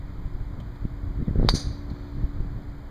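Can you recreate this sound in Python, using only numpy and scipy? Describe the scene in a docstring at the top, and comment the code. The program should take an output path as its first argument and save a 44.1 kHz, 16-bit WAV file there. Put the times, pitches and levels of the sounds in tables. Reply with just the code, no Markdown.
"""Wind buffets the microphone at an outdoor golf range, over distant traffic and a machine hum.
Other golfers swing and hit far away, and a bird calls once. The gusts peak as a nearby shaft swishes;
at 1.49 s the club strikes the ball with a hard knock, and the modes of its metal head ring briefly.
A bright echo returns off the bays and dies away over the range, while one more far golfer hits.
Throughout, the camera adds a faint electrical tick and hollow notches."""
import sys
import numpy as np
from scipy import signal
from scipy.fft import rfft, irfft
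from scipy.io import wavfile

SR = 44100
rng = np.random.default_rng(int(sys.argv[2]) if len(sys.argv) > 2 else 0)


def unload_wav(signal):
    """Save mono or channel-first audio to the path in sys.argv[1] as 16-bit WAV at rate SR, clipped to [-1, 1]."""
    wavfile.write(
        sys.argv[1],
        SR,
        np.round(np.clip(np.atleast_2d(signal).T, -1, 1) * 32767).astype(np.int16),
    )


N = 127890
T = np.arange(N) / SR
STRIKE_S = 1.4887

# Noise spectra of traffic and wind (frequency [Hz], relative density [dB])
TRAFFIC_SPECTRUM = [(30, 9.5), (150, 9.5), (330, 3), (500, 1.5), (750, 0), (1050, 0.5), (1500, -3.5),
                    (2100, -7), (2600, -12.5), (3300, -14.5), (4800, -16.5), (5600, -28), (6500, -27),
                    (9000, -32.5), (12000, -30), (15000, -28.5)]
RUMBLE_SPECTRUM = [(5, -32), (18, 1.5), (38, 4), (70, -2), (130, -5), (200, -16), (300, -27.5),
                   (500, -38.5), (1000, -71), (3000, -96)]
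FLUTTER_SPECTRUM = [(40, -20), (140, 2.5), (260, 3.5), (400, -5), (600, -12), (900, -27), (2000, -26.5),
                    (5000, -76)]
# Partials of the machine (frequency [Hz], relative level [dB])
HUM_PARTIALS = [(214, -12), (285.4, -2.5), (356, -12.5), (570.8, -24.5), (641, -22)]
# Envelopes of the hum and the wind (time [s], relative level [dB])
HUM_ENVELOPE = [(0, -49.5), (.7, -49), (1.0, -46), (1.7, -41), (2.3, -44.5), (2.9, -48.5)]
WIND_ENVELOPE = [(0.0, -32), (0.02, -32.5), (0.22, -31), (0.25, -31), (0.31, -34), (0.35, -27.5),
                 (0.39, -37), (0.41, -28), (0.44, -36.5), (0.58, -28.5), (0.77, -35.5), (0.86, -30.5),
                 (0.89, -40), (0.91, -32), (0.97, -36.5), (1.07, -26.5), (1.13, -33), (1.23, -23.5),
                 (1.26, -35.5), (1.28, -19.5), (1.32, -28), (1.41, -17), (1.44, -20), (1.55, -22.5),
                 (1.58, -31), (1.73, -27), (1.76, -34.5), (1.93, -32), (1.99, -35.5), (2.09, -36),
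                 (2.24, -24.5), (2.28, -33), (2.37, -31.5), (2.41, -26.5), (2.5, -33), (2.58, -28.5),
                 (2.68, -36), (2.9, -36)]
# Eddies at the microphone (time [s], peak level [dB], half width [s])
EDDY_PULSES = [(.258, -20, 0.0044), (.35, -20, 0.0051), (0.413, -18, 0.0049), (.846, -21, 0.0017),
               (0.853, -12.5, .0015), (1.07, -23.5, 0.0033), (1.11, -25, 0.0014), (1.203, -19.5, 0.0017),
               (1.214, -22, 0.00097), (1.223, -17, 0.0012), (1.227, -14.5, 0.0016), (1.282, -8, .0016),
               (1.311, -14.5, .0017), (1.358, -12.5, 0.00094), (1.39, -12.5, 0.0019), (1.398, -13, 0.00081),
               (1.43, -13, 0.00061), (1.449, -8, 0.00089), (1.54, -7.5, .0012), (1.553, -12.5, .0012),
               (1.673, -17, 0.0026), (1.917, -18, 0.0018), (2.246, -16.5, 0.0049), (2.406, -15.5, 0.0045)]
# Pitch of the bird's call (time [s], frequency [Hz])
BIRD_PITCH = [(1.22, 3850), (1.25, 3700), (1.27, 3400), (1.33, 3200)]
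# Impacts in other bays (time [s], level [dB], ring frequency [Hz], T60 [s])
FAR_IMPACTS = [(.6, -44, 3340, .05), (0.756, -55, 4000, .05), (1.899, -49, 4400, .07)]
# Spectra of the scattered crack (frequency [Hz], relative density [dB])
NEAR_SPECTRUM = [(300, -16.5), (1000, -5), (2200, -4.5), (3200, -11), (4000, 2.5), (4700, 1), (5300, -2.5),
                 (6300, -5), (7300, -16.5), (8500, -13), (10500, -17), (12000, -29), (15000, -29)]  # off the mat and dividers
RADIATED_SPECTRUM = [(300, -5), (1000, -10.5), (2200, -11.5), (3200, -15.5), (4000, 1), (4480, 0.5),
                     (4590, 9), (4720, 4.5), (5300, -4.5), (6300, 1), (7300, -17), (9300, -12.5),
                     (10500, -17.5), (12000, -31), (15000, -28)]  # thrown at the bays and the range
FAR_SPECTRUM = [(300, 4.5), (1000, 2.5), (2000, -7), (3200, -13), (4400, -4.5), (5200, -18), (6300, -19.5),
                (9000, -44), (15000, -44)]  # off the far trees and fence
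# Echoes off the bays (delay [s], rise [s], energy [dB], T60 [s])
BAY_ECHOES = [(0.044, 0.027, 1, 0.14), (.098, 0.012, -9, 0.13)]
# Reverberation time of the range (frequency [Hz], T60 [s])
RANGE_T60 = [(500, 1), (2000, 1), (4500, 0.6), (6500, 0.45), (9500, .45), (14000, .35)]
# Spectra of shaft in air, sole on mat and club on ball (frequency [Hz], relative density [dB])
SWISH_SPECTRUM = [(300, -21), (800, 3.5), (1500, -2.5), (2500, -13), (3800, -2), (4600, -6.5), (6000, -18),
                  (9000, -26), (15000, -38)]
BRUSH_SPECTRUM = [(200, -24), (1000, 22), (2200, -4), (3200, -9.5), (6000, -18), (10000, -30), (15000, -26)]
KNOCK_SPECTRUM = [(100, -12), (400, -3), (1100, 2.5), (1600, -7), (2300, -7), (3200, -6.5), (4200, -5),
                  (6000, -25), (9500, -29.5), (15000, -39)]
# Modes of the club head (frequency [Hz], relative level [dB], T60 [s])
HEAD_MODES = [(3770, -16, .024), (4035, -20, .035), (4180, -27, .07), (4350, -19, .035), (4590, -22, .16),
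              (4650, -17, .028), (4750, -28, .09), (4925, -23, .04), (5890, -38, .02), (8963, -48, .06)]
# Notches of the microphone port (frequency [Hz], half width [Hz], depth [dB])
PORT_NOTCHES = [(2730, 120, 26), (5490, 140, 17), (7880, 160, 19), (10920, 150, 26)]


def amp(db):
    """Amplitude ratio: tenfold for every 20 dB."""
    return 10 ** (np.asarray(db) / 20)


def at_hz(table, hz):
    """Interpolation on a logarithmic frequency axis."""
    f, value = np.transpose(table)
    return np.interp(np.log(hz + 1), np.log(f + 1), value)


def at_time(table):
    """Linear interpolation in time."""
    return np.interp(T, *np.transpose(table))


def filtered_noise(gain_at):
    """Spectral shaping: white noise weighted by gain_at(Hz), scaled to rms 1."""
    x = irfft(rfft(rng.standard_normal(N)) * gain_at(np.fft.rfftfreq(N, 1 / SR)), N)
    return x / np.sqrt(np.mean(x ** 2) + 1e-20)


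def noise(spectrum):
    """Stationary noise of a given spectral shape."""
    return filtered_noise(lambda hz: amp(at_hz(spectrum, hz)))


def drift(rate_hz):
    """Slow random fluctuation: noise through a Gaussian low-pass."""
    return filtered_noise(lambda hz: np.exp(-(hz / rate_hz) ** 2))


def minimum_phase(db_at, size=4096):
    """Minimum phase gives the shortest causal pulse with the spectrum db_at(Hz)."""
    log_gain = np.log(amp(db_at(abs(np.fft.fftfreq(size, 1 / SR)))))
    spectrum = np.exp(np.conj(signal.hilbert(log_gain)))
    return np.fft.ifft(spectrum).real[:size // 2]


def burst(start, rise, t60):
    """Linear attack, then exponential decay by 60 dB in t60 seconds."""
    return np.clip((T - start) / rise, 0, 1) * amp(-60 * np.maximum(T - start - rise, 0) / t60)


def place(start, sound):
    """Pure delay of a sound by start seconds."""
    return np.concatenate([np.zeros(max(round(start * SR), 0)), sound, np.zeros(N)])[:N]


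def with_energy(sound, db):
    """Normalisation of the total energy to db."""
    return amp(db) * sound / np.linalg.norm(sound)


def whistle(hz, width_hz, peak_s, swell_s, db):
    """Random modulation widens a gliding tone into a narrow band, under a Gaussian envelope."""
    modulation = drift(width_hz) + 1j * drift(width_hz)
    carrier = np.exp(2j * np.pi * np.cumsum(hz) / SR)
    return amp(db) * (modulation * carrier).real * np.exp(-((T - peak_s) / swell_s) ** 2)


def traffic():
    """Distant vehicles add incoherently to a steady, low noise."""
    return amp(-49) * noise(TRAFFIC_SPECTRUM)


def machine_hum():
    """A line spectrum whose partials waver together in pitch and separately in level."""
    warped_time = np.cumsum(1 + .002 * drift(4.03)) / SR
    hum = sum(amp(db + drift(1.9)) * np.sqrt(2) * np.sin(2 * np.pi * hz * warped_time)
              for hz, db in HUM_PARTIALS)
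    return amp(at_time(HUM_ENVELOPE)) * hum


def wind():
    """Turbulent pressure on the microphone rumbles; a brighter flutter grows faster with the gusts."""
    lump_db, lump_hz, gust_db = .5, 24.2, -19.5
    level_db = at_time(WIND_ENVELOPE)
    flutter_db = -32.5 + 1.63 * (level_db - gust_db)
    rumble = noise(RUMBLE_SPECTRUM) * amp(level_db - 1 + lump_db * drift(lump_hz))
    flutter = noise(FLUTTER_SPECTRUM) * amp(flutter_db + lump_db * drift(2 * lump_hz))
    return rumble + flutter


def eddies():
    """A passing vortex has a low-pressure core: brief suction between two shoulders of pressure."""
    out = np.zeros(N)
    for time, db, half_width in EDDY_PULSES:
        u = (T - time) / half_width
        suction = (1 - u ** 2 / 2) / (1 + u ** 2 / 2) ** 2
        out -= amp(db) * suction * np.exp(-(u / 6) ** 2)
    return out


def bird():
    """A far bird's note falls in frequency, blurred by distance into a narrow band."""
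    return whistle(at_time(BIRD_PITCH), width_hz=60, peak_s=1.26, swell_s=.04, db=-67)


def far_swing():
    """Aeolian tone: the shaft of a neighbour's club sings higher as it speeds up."""
    peak_s, glide_hz_per_s = .595, 3500
    hz = 576.7 + glide_hz_per_s * (T - peak_s)
    return whistle(hz, width_hz=70, peak_s=peak_s, swell_s=.025, db=-51)


def far_hits():
    """Impacts in other bays: damped noise with two resonances, a woody knock and a ping."""
    out = np.zeros(N)
    for time, db, ring_hz, t60 in FAR_IMPACTS:
        knock = [(200, -6), (650, 6), (1100, -8)]
        ping = [(ring_hz * .67, -12), (ring_hz, 0), (ring_hz * 1.15, -10), (7000, -22), (14000, -35)]
        out += amp(db) * burst(time, .0017, t60) * noise(knock + ping)
    return out


def reverberation():
    """The diffuse field over the range decays exponentially, faster in the treble."""
    hz, t, spectrogram = signal.stft(noise(RADIATED_SPECTRUM), SR, nperseg=256)
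    decay = amp(-60 * t / at_hz(RANGE_T60, hz)[:, None])
    tail = signal.istft(spectrogram * decay, SR, nperseg=256)[1][:N]
    return place(STRIKE_S + .06, with_energy(tail, -2))


def diffuse_burst(spectrum, delay, rise, energy_db, t60):
    """Incoherent sound that follows the blow, modelled as decaying noise."""
    return with_energy(noise(spectrum) * burst(STRIKE_S + delay, rise, t60), energy_db)


def echoes():
    """Diffuse reflection: the longer the path, the later the crack returns."""
    near = diffuse_burst(NEAR_SPECTRUM, delay=0, rise=.0018, energy_db=-1, t60=.11)
    far = diffuse_burst(FAR_SPECTRUM, delay=.28, rise=.22, energy_db=-12.5, t60=2.8)
    bays = sum(diffuse_burst(RADIATED_SPECTRUM, *echo) for echo in BAY_ECHOES)
    return near + bays + far


def swish():
    """Flow noise round the shaft grows as the club speeds up, and stops at the blow."""
    swell = np.exp(-abs(T - STRIKE_S) / .068) * (T < STRIKE_S)
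    return amp(-50.5) * noise(SWISH_SPECTRUM) * swell


def strike():
    """The ball's impact knocks and excites the hollow head's damped modes; the sole brushes the mat."""
    rise_s, ground_delay_s = .00035, .0048
    pulse = place(0, minimum_phase(lambda hz: at_hz(KNOCK_SPECTRUM, hz)))
    ring = sum(amp(db - .5) * burst(0, rise_s, t60) * np.sin(2 * np.pi * hz * T)
               for hz, db, t60 in HEAD_MODES)
    direct = with_energy(pulse, 7.5) + ring
    reflected = amp(-5) * ring * burst(0, rise_s, t60=.012)
    brush = diffuse_burst(BRUSH_SPECTRUM, delay=0, rise=.0011, energy_db=-11, t60=.03)
    return place(STRIKE_S, direct) + place(STRIKE_S + ground_delay_s, reflected) + brush


def scene():
    """Superposition: the pressures of all sources add at one microphone."""
    drive = swish() + strike() + reverberation() + echoes()
    ambience = far_hits() + wind() + eddies() + machine_hum() + traffic() + far_swing() + bird()
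    return (drive + ambience)[None]


def camera_tick():
    """The camera's electronics add a periodic train of tiny Gaussian tone pulses."""
    first_s, rate_hz, width_s, pitch_hz = .0034, 60, .00045, 7250
    offset_s = (((T - first_s) * rate_hz + .5) % 1 - .5) / rate_hz  # from the nearest pulse
    return amp(-62) * np.exp(-(offset_s / width_s) ** 2) * np.cos(2 * np.pi * pitch_hz * offset_s)


def record(dry):
    """Antiresonances of the microphone port notch the sound; the tick joins; a low-pass limits the band."""
    port = minimum_phase(
        lambda f: -sum(depth / (1 + ((f - hz) / width) ** 2) for hz, width, depth in PORT_NOTCHES))
    sound = signal.oaconvolve(dry, port[None])[:, :N] + camera_tick()
    low_pass = signal.firwin(511, 15450, window=("kaiser", 9), fs=SR)
    return signal.oaconvolve(sound, low_pass[None], "same")


dry = scene()
out = record(dry)
unload_wav(out)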